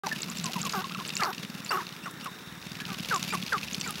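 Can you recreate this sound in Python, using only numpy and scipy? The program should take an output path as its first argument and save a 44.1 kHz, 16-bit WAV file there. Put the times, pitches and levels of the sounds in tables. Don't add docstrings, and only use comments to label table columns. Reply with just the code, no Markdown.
import sys
import numpy as np
from scipy import signal
from scipy.fft import rfft, irfft
from scipy.io import wavfile
from scipy.ndimage import uniform_filter1d

SR = 44100
rng = np.random.default_rng(int(sys.argv[2]) if len(sys.argv) > 2 else 0)


def dump(signal):
    limited = np.clip(np.atleast_2d(signal).T, -1, 1)
    pcm = np.round(limited * 32767).astype(np.int16)
    wavfile.write(sys.argv[1], SR, pcm)


N = 176400
T = np.arange(N) / SR

# frequency_hz, level_db
SCRAPE_SPECTRUM = [(500, -1), (1800, -4), (2700, 7), (3200, 0.5), (4700, 1.5), (6200, -2.5), (8500, -12),
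                   (12000, -8.5), (16000, -18)]
# frequency_hz, level_db
RASP_SPECTRUM = [(300, -15), (700, 1.5), (1100, -1), (1500, 4.5), (2000, 3), (3000, -10.5), (6000, -13),
                 (16000, -26)]


def amp(db):
    return 10 ** (np.asarray(db) / 20)


def unit(x):
    return x / np.sqrt(np.mean(x ** 2) + 1e-20)


def spectrum_db(spectrum, hz):
    points_hz, db = np.transpose(spectrum)
    return np.interp(np.log(hz + 1), np.log(points_hz), db)


def colour(x, spectrum):
    gain = amp(spectrum_db(spectrum, np.fft.rfftfreq(len(x), 1 / SR)))
    return unit(irfft(rfft(x) * gain, len(x)))


def contour(points):
    return amp(np.interp(T, *np.transpose(points)))


def add(mix, start_s, sound):
    part = mix[max(round(start_s * SR), 0):][:len(sound)]
    part += sound[:len(part)]


def drift(count, size):
    return unit(uniform_filter1d(uniform_filter1d(rng.standard_normal(count), size), size))


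def jittered_phase(hz, jitter, size=90):
    shake = unit(uniform_filter1d(rng.standard_normal(len(hz)), size))
    return 2 * np.pi * np.cumsum(hz * (1 + jitter * shake)) / SR


def flutter(count, rasp_db):
    depth_db = 6 * amp(min(rasp_db, -6))
    return unit(amp(depth_db * drift(count, size=110)))


def wind(level_db=-46, patch_db=1.5):
    # frequency_hz, level_db
    spectrum = [(53, -42), (90, -19), (184, -1.5), (272, -3.5), (544, -14), (620, -17.5), (1140, -10.5),
                (1400, -8.5), (2040, -12.5), (2830, -22), (3360, -18.5), (3660, -7), (4360, -27),
                (5530, -24), (8000, -26.5), (16000, -33.5)]
    hz, _, bands = signal.stft(rng.standard_normal(N), SR, nperseg=1024)
    patches = uniform_filter1d(rng.standard_normal(bands.shape), size=8, axis=0)
    patches = unit(uniform_filter1d(patches, size=8, axis=1))
    bands *= amp(spectrum_db(spectrum, hz)[:, None] + patch_db * patches)
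    return amp(level_db) * unit(signal.istft(bands, nperseg=1024)[1][:N])


def wind_rumble():
    # time_s, level_db
    levels = [(.5, -63), (1.8, -94), (2.3, -62.5), (3.9, -57)]
    # frequency_hz, level_db
    spectrum = [(20, -22), (45, -6), (72, 2), (105, 2), (250, -38)]
    return contour(levels) * colour(rng.standard_normal(N), spectrum)


def whine():
    # centre_hz, half_width_hz, level_db
    bands = [(5490, 120, -64), (14400, 200, -67), (15600, 200, -69)]
    out, hz = np.zeros(N), np.fft.rfftfreq(N, 1 / SR)
    for centre_hz, half_width_hz, db in bands:
        peak = 1 / (1 + ((hz - centre_hz) / half_width_hz) ** 2)
        out += amp(db) * unit(irfft(rfft(rng.standard_normal(N)) * peak, N))
    return out


def clucks(glide_rate=2.284, fade_db=-13.5):
    # start_s, length_s, level_db, lead_from_hz, lead_to_hz, others_db, rasp_db
    calls = [(.030, 0.033, -34, 1340, 1152, -3, -29), (.064, 0.022, -28.5, 1090, 816, -15, -7),
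             (.114, 0.024, -26, 1920, 1686, -37, -27), (.285, 0.039, -45, 930, 1192, -25, -22),
             (.442, 0.055, -35.5, 1175, 956, -16, -21), (.492, 0.025, -42, 550, 818, -20, -24),
             (.556, 0.037, -31.5, 1090, 914, -25, -21), (.633, 0.015, -35.5, 1480, 1140, -14, -14),
             (.652, 0.033, -31.5, 1190, 1022, -23, -26), (.840, 0.024, -31, 1130, 1093, -33, -29),
             (.908, 0.018, -38, 1004, 1400, -27, -21), (.947, 0.021, -34, 1490, 1096, -31, -22),
             (1.194, 0.057, -28, 1425, 1098, -23, -11), (1.212, 0.013, -27.5, 1610, 1790, -18, -6),
             (1.220, 0.02, -30.5, 2300, 1995, -24, -16), (1.803, .018, -37, 2190, 1450, -25, -12),
             (2.057, 0.0372, -34, 1620, 1000, -15, -3), (2.257, 0.037, -32.5, 1374, 988, -23, -5.5),
             (2.805, 0.026, -38.5, 1720, 1670, -23, -17), (2.885, 0.071, -41, 1338, 1097, -7, -3),
             (3.106, 0.077, -23.5, 1733, 1004, -13.5, -14), (3.324, 0.021, -33, 1506, 1280, -5, -21),
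             (3.335, 0.029, -26.5, 1278, 1047, -14, -7.5), (3.521, 0.055, -23, 1766, 1088, -14.5, -10),
             (3.858, 0.067, -36, 1585, 1180, -11, -3)]
    # harmonic_number, level_db
    harmonics = [(1, -3.5), (2, -0.5), (4, -3), (5, -21), (6, -34)]
    out = np.zeros(N)
    for start_s, length_s, db, from_hz, to_hz, others_db, rasp_db in calls:
        count = round(length_s * SR)
        progress = np.arange(count) / (length_s * SR)
        glide = (np.exp(-glide_rate * progress) - np.exp(-glide_rate)) / (1 - np.exp(-glide_rate))
        lead_hz = (to_hz + (from_hz - to_hz) * glide) * (1 + .01 * drift(count, size=260))
        phase = jittered_phase(lead_hz, jitter=.027)
        others = sum(amp(partial_db) * np.cos(k * phase / 3) for k, partial_db in harmonics)
        rasp = colour(rng.standard_normal(count), RASP_SPECTRUM) * amp(1.5 - 24 * progress)
        voice = np.cos(phase) + amp(others_db) * others + amp(rasp_db) * rasp
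        envelope = np.clip(progress / .078, 0, 1) * np.clip((1 - progress) / .15, 0, 1)
        envelope *= amp(fade_db * np.maximum(progress - .31, 0) ** 1.66)
        add(out, start_s, amp(db) * envelope * flutter(count, rasp_db) * voice)
    return out


def feather_rustle(scrapes_per_s=360, grain_s=.0034, spread_db=3, trim_db=-.5):
    # time_s, level_db
    levels = [(.04, -42), (.4, -42), (.72, -38.5), (.85, -43.5), (1.15, -42), (1.45, -49.5), (1.7, -45.5),
              (2.05, -53.5), (2.55, -54), (2.8, -47.5), (3.1, -39), (3.5, -42.5), (3.95, -42.5)]
    onsets = rng.random(N) < scrapes_per_s / SR
    strengths = amp(spread_db * np.minimum(rng.exponential(1, N), 3))
    grains = signal.lfilter([1], [1, -np.exp(-1 / (grain_s * SR))], onsets * strengths)
    return amp(trim_db) * contour(levels) * colour(grains * rng.standard_normal(N), SCRAPE_SPECTRUM)


def turf_thud(t, hz, stretch=1, rise_s=.0044, fall_s=.0054, knock_hz=338, knock_s=.011):
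    envelope = np.exp(-(t / stretch / np.where(t < 0, rise_s, fall_s)) ** 2)
    swing = -np.cos(2 * np.pi * hz * t)
    swing -= np.average(swing, weights=envelope)
    knock = amp(-24.5) * np.exp(-(t / knock_s) ** 2) * np.sin(2 * np.pi * knock_hz * t)
    return envelope * swing + knock


def feet(turf_hz=188.2, scuff_s=.0018, trim_db=-2.5, far_steps_per_s=70):
    # peak_s, level_db
    stamps = [(0.0642, -30), (0.1324, -29.5), (0.168, -28), (0.183, -30.5), (0.242, -34), (0.2908, -31),
              (0.3121, -32.5), (0.3628, -30.5), (0.395, -30.5), (0.4116, -32), (0.4654, -26), (0.5655, -28),
              (0.605, -28.5), (0.6294, -33), (0.6653, -28), (0.7393, -36), (0.7784, -28), (0.826, -33.5),
              (0.8458, -37), (0.871, -32.5), (0.8976, -40), (0.9242, -30.5), (0.9494, -39), (0.9828, -30),
              (1.0262, -33), (1.052, -37), (1.0826, -37), (1.1289, -31), (1.2043, -28), (1.2807, -35),
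              (1.3336, -35), (1.3816, -33), (1.398, -32), (1.435, -34), (1.45, -31), (1.5014, -27.5),
              (1.5525, -27.5), (1.604, -30), (1.6365, -38), (1.6603, -33), (1.766, -33.5), (1.82, -36),
              (1.8718, -34.5), (1.925, -33.5), (1.966, -39), (2.04, -34.5), (2.0796, -35), (2.1412, -35),
              (2.1757, -36), (2.2007, -35), (2.228, -37), (2.2597, -36), (2.3178, -36), (2.424, -40),
              (2.475, -35.5), (2.526, -35), (2.5783, -36), (2.669, -30), (2.7193, -28.5), (2.77, -30.5),
              (2.8196, -29.5), (2.8688, -28.5), (2.904, -33), (2.9199, -29), (2.9719, -32.5), (3.0056, -24),
              (3.1013, -27.5), (3.1434, -30), (3.1964, -29.5), (3.228, -31), (3.25, -29), (3.278, -33),
              (3.3011, -30), (3.325, -30.5), (3.3526, -25), (3.381, -29.5), (3.4031, -30), (3.436, -25),
              (3.5734, -28.5), (3.637, -32.5), (3.6778, -31.5), (3.7284, -29.5), (3.7828, -27),
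              (3.832, -29), (3.855, -34.5), (3.8856, -31.5), (3.906, -34), (3.959, -33)]
    # time_s, level_db
    far_levels = [(.1, -47), (.35, -43.5), (.65, -43.5), (1.2, -48), (1.45, -60), (2.6, -68), (2.9, -54),
                  (3.35, -44), (3.55, -51), (3.8, -48), (3.95, -55)]
    near, t = np.zeros(N), np.arange(-.02, .03, 1 / SR)
    pitches_hz = turf_hz * np.exp(.041 * rng.standard_normal(len(stamps)))
    for (peak_s, db), hz in zip(stamps, pitches_hz):
        scuff = np.exp(-abs(t) / scuff_s) * colour(rng.standard_normal(len(t)), SCRAPE_SPECTRUM)
        add(near, peak_s + t[0], amp(db + trim_db) * (turf_thud(t, hz) + amp(-6.5) * scuff))
    far_steps = 1. * (rng.random(N) < far_steps_per_s / SR)
    patter = signal.fftconvolve(far_steps, turf_thud(t, turf_hz, stretch=1.46), "same")
    return near + contour(far_levels) * unit(patter)


def quill_zips(width_s=.0018, sweep_hz_per_s=228500):
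    # peak_s, level_db, centre_hz
    zips = [(0.069, -31, 6000), (.221, -26, 7270), (0.301, -29, 7200), (.372, -32, 7550), (.385, -35, 7300),
            (0.443, -25, 7450), (0.459, -28, 6200), (0.617, -24.5, 6920), (.653, -28, 6870),
            (.696, -33, 7300), (0.724, -31, 6500), (1.079, -30, 7600), (1.155, -25.5, 7000),
            (1.176, -26.5, 7150), (1.649, -31.5, 7100), (3.147, -25.5, 6900), (3.166, -33, 7560),
            (3.229, -28, 6170), (3.733, -27.5, 6800), (3.803, -31.5, 7740), (3.812, -30, 6150),
            (3.877, -28.5, 7300)]
    out, t = np.zeros(N), np.arange(-.008, .016, 1 / SR)
    envelope = np.exp(-(t / width_s) ** 2)
    for (peak_s, db, hz), speed in zip(zips, rng.uniform(.58, 1.45, len(zips))):
        phase = jittered_phase(hz + speed * sweep_hz_per_s * t, jitter=.051, size=12)
        add(out, peak_s + t[0], amp(db) * envelope * np.sin(phase))
    return out


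def snaps_and_ticks():
    # start_s, level_db, decay_s
    snaps = [(.0695, -36, 0.00035), (2.111, -38.5, .003), (2.244, -37, 0.004), (3.2273, -27, .0003),
             (3.9079, -17.5, 0.00023)]
    # frequency_hz, level_db
    spectrum = [(1500, 0), (5000, -10.5), (11000, 2), (16000, -8)]
    out, t = np.zeros(N), np.arange(512) / SR
    for start_s, db, decay_s in snaps:
        crack = colour(rng.standard_normal(len(t)), spectrum)
        add(out, start_s, amp(db) * np.exp(-t / decay_s) * crack)
    return out


def tail_clicks(rise_s=.0007, fall_s=.0014, ring_s=.00037, tilt_db_per_octave=-10):
    # peak_s, level_db, centre_hz
    clicks = [(0.0701, -25, 4940), (0.162, -29, 3134), (0.2319, -21, 4500), (0.3864, -25, 5000),
              (0.399, -24.5, 4840), (0.4427, -26, 4430), (0.458, -24, 5200), (0.465, -23.5, 4480),
              (0.5231, -29, 5500), (0.5342, -22.5, 4640), (0.6303, -25, 4360), (0.6655, -24.5, 3889),
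              (0.697, -22.5, 4600), (0.726, -23, 4860), (0.791, -30, 3300), (0.82, -30, 3740),
              (0.844, -25.5, 3100), (0.897, -25.5, 2950), (0.9214, -27, 3700), (0.9482, -23, 2980),
              (1.001, -26, 3230), (1.0517, -22.5, 3100), (1.093, -23, 5340), (1.1041, -21.5, 2960),
              (1.1681, -18, 5000), (1.207, -25.5, 4470), (1.2351, -17, 4900), (1.251, -25, 4665),
              (1.3304, -26, 2680), (1.348, -30, 4500), (1.3817, -25, 3620), (1.4328, -26.5, 2700),
              (1.4503, -30, 3792), (1.6633, -25.5, 4430), (1.8684, -27, 3700), (1.8917, -29, 3700),
              (1.9263, -31.5, 3660), (1.9652, -31, 3699), (2.2115, -30.5, 3640), (2.248, -34.5, 3377),
              (2.271, -31, 3397), (2.6269, -32.5, 3630), (2.6693, -30.5, 3240), (2.7187, -31, 3730),
              (2.754, -27.5, 3420), (2.8028, -25, 2950), (2.8534, -24.5, 3170), (2.904, -28, 3030),
              (2.9458, -27, 2930), (2.998, -25.5, 2940), (3.048, -24.5, 2980), (3.099, -23.5, 3280),
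              (3.1617, -19.5, 4800), (3.18, -31, 4630), (3.229, -20.5, 4700), (3.24, -27.5, 4270),
              (3.3254, -24.5, 2940), (3.375, -26, 2900), (3.4274, -22.5, 2900), (3.4646, -25.5, 4050),
              (3.481, -24, 2900), (3.4946, -30, 3650), (3.532, -22, 3830), (3.5817, -22.5, 2800),
              (3.6322, -23, 3071), (3.677, -27.5, 3070), (3.684, -25.5, 2860), (3.746, -18.5, 4300),
              (3.8125, -21.5, 5000), (3.817, -24.5, 4400), (3.9063, -26, 3100), (3.9418, -31, 3650),
              (3.9568, -27, 3250)]
    out, t = np.zeros(N), np.arange(-.008, .016, 1 / SR)
    for peak_s, db, hz in clicks:
        crispness = hz / 3720
        envelope = np.exp(np.where(t < 0, t / rise_s, -t / fall_s) * crispness ** 2)
        ring = np.exp(-(t / ring_s) ** 2) * np.sin(2 * np.pi * hz * t)
        spectrum = [(band_hz, band_db + tilt_db_per_octave * abs(np.log2(band_hz / hz)))
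                    for band_hz, band_db in SCRAPE_SPECTRUM]
        scrape = envelope * colour(rng.standard_normal(len(t)), spectrum)
        scrape *= np.linalg.norm(envelope) / np.linalg.norm(scrape)
        add(out, peak_s + t[0], amp(db) * crispness * (amp(-10.5) * ring + amp(-3.5) * scrape))
    return out


def hoots(rise_s=.0007, release_s=.0041, fade_db=-10.5, lift_s=.0126, sag_hz_per_s=450):
    # start_s, length_s, level_db, from_hz, held_hz, lift_hz, settle_s, third_db, rasp_db
    calls = [(.734, 0.094, -27, 787, 380, 140, 0.0055, -0.5, -17),
             (.986, 0.044, -42, 480, 306, 89, 0.014, 11.5, -6),
             (1.218, 0.06, -26.5, 478, 333, 10, 0.0092, -1.5, -7),
             (1.256, .066, -25, 811, 363, 184, .0105, -2.5, -29),
             (1.706, 0.071, -27.5, 601, 349, 79, 0.016, 8, -5),
             (1.772, 0.064, -37.5, 452.5, 281, 170, 0.025, 11, -9)]
    # frequency_hz, gain_db
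    throat = [(290, -37), (360, -4), (420, -12.5), (600, -18.5), (780, -3), (950, -2.5), (1200, -0.5),
              (1500, -5), (1900, -21.5), (2600, -38), (4000, -22)]
    out = np.zeros(N)
    for start_s, length_s, db, from_hz, held_hz, lift_hz, settle_s, third_db, rasp_db in calls:
        t = np.arange(0, length_s, 1 / SR)
        hz = held_hz + (from_hz - held_hz) * np.exp(-t / settle_s)
        hz -= sag_hz_per_s * (t - length_s / 2)
        hz += lift_hz * np.exp(-((length_s - t) / lift_s) ** 2)
        phase = jittered_phase(hz, jitter=.028)
        emphasis_db = {1: third_db / 2, 3: third_db}
        voice = np.zeros(len(t))
        for k in range(1, 9):
            gain = amp(spectrum_db(throat, k * hz) + emphasis_db.get(k, 0))
            voice += gain * np.cos(k * phase + rng.uniform(0, np.pi))
        puffs = rng.standard_normal(len(t)) * (1 + np.cos(phase))
        voice += amp(rasp_db) * colour(puffs, RASP_SPECTRUM)
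        envelope = np.minimum(t / rise_s, 1) * np.minimum((length_s - t) / release_s, 1)
        envelope *= amp(fade_db * t / length_s)
        add(out, start_s, amp(db) * envelope * flutter(len(t), rasp_db) * voice)
    return out


def high_fizz(wander_hz=1000, pulse_hz=380, pulse_depth=.54):
    # start_s, length_s, level_db, centre_hz
    bursts = [(.735, 0.085, -49, 13100), (1.23, 0.11, -52, 12800), (1.70, 0.085, -48, 12600),
              (3.327, 0.026, -42, 9500)]
    out = np.zeros(N)
    for start_s, length_s, db, hz in bursts:
        t = np.arange(0, length_s, 1 / SR)
        phase = jittered_phase(hz + wander_hz * drift(len(t), size=70), jitter=.05, size=12)
        pulses = 1 + pulse_depth * np.cos(2 * np.pi * pulse_hz * t)
        add(out, start_s, amp(db) * np.sin(np.pi * t / length_s) * unit(np.sin(phase)) * pulses)
    return out


def squeaks(rise_fraction=.11):
    # start_s, length_s, level_db, pitch_hz
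    calls = [(1.168, 0.033, -40.5, 2780), (1.196, 0.016, -36, 2820), (1.238, 0.0114, -33.5, 4540),
             (1.690, 0.013, -27, 4680), (1.705, 0.024, -29.5, 2760), (1.732, 0.024, -39, 2770),
             (2.020, 0.051, -43.5, 2770), (2.224, 0.033, -44, 2800), (3.298, 0.029, -33, 2420),
             (3.836, 0.022, -33.5, 2320)]
    out = np.zeros(N)
    for start_s, length_s, db, hz in calls:
        progress = np.linspace(0, 1, round(length_s * SR))
        phase = jittered_phase(hz * (1 + rise_fraction * (progress - .5)), jitter=.019)
        step_db = -5.5 * (hz / 2400) ** 2
        tone = sum(amp(step_db * k) * np.sin((k + 1) * phase) for k in range(3))
        add(out, start_s, amp(db) * np.sin(np.pi * progress) * tone)
    return out


def shrub_echo(sound, level_db=-20, t60_s=.2, delay_s=.006):
    t = np.arange(SR // 2) / SR
    reflections = rng.standard_normal(len(t)) * (rng.random(len(t)) < .05)
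    response = reflections * amp(-60 * t / t60_s) * (t > delay_s)
    return amp(level_db) * signal.fftconvolve(sound, response / np.linalg.norm(response))[:N]


def scene():
    calls = clucks() + hoots() + squeaks()
    fizz = high_fizz()
    feathers = tail_clicks() + quill_zips() + feather_rustle()
    dance = calls + fizz + feathers + feet() + snaps_and_ticks()
    return (dance + wind_rumble() + shrub_echo(dance) + wind() + whine())[None]


def record(dry, start_s=.0347, low_cut_hz=55, band_limit_hz=16000):
    opened = dry * np.clip((T - start_s) / .002, 0, 1)
    low_cut = signal.butter(2, low_cut_hz, "high", fs=SR, output="sos")
    band_limit = signal.firwin(511, band_limit_hz, window=("kaiser", 9), fs=SR)
    return signal.oaconvolve(signal.sosfilt(low_cut, opened), band_limit[None], "same")


dry = scene()
out = record(dry)
dump(out)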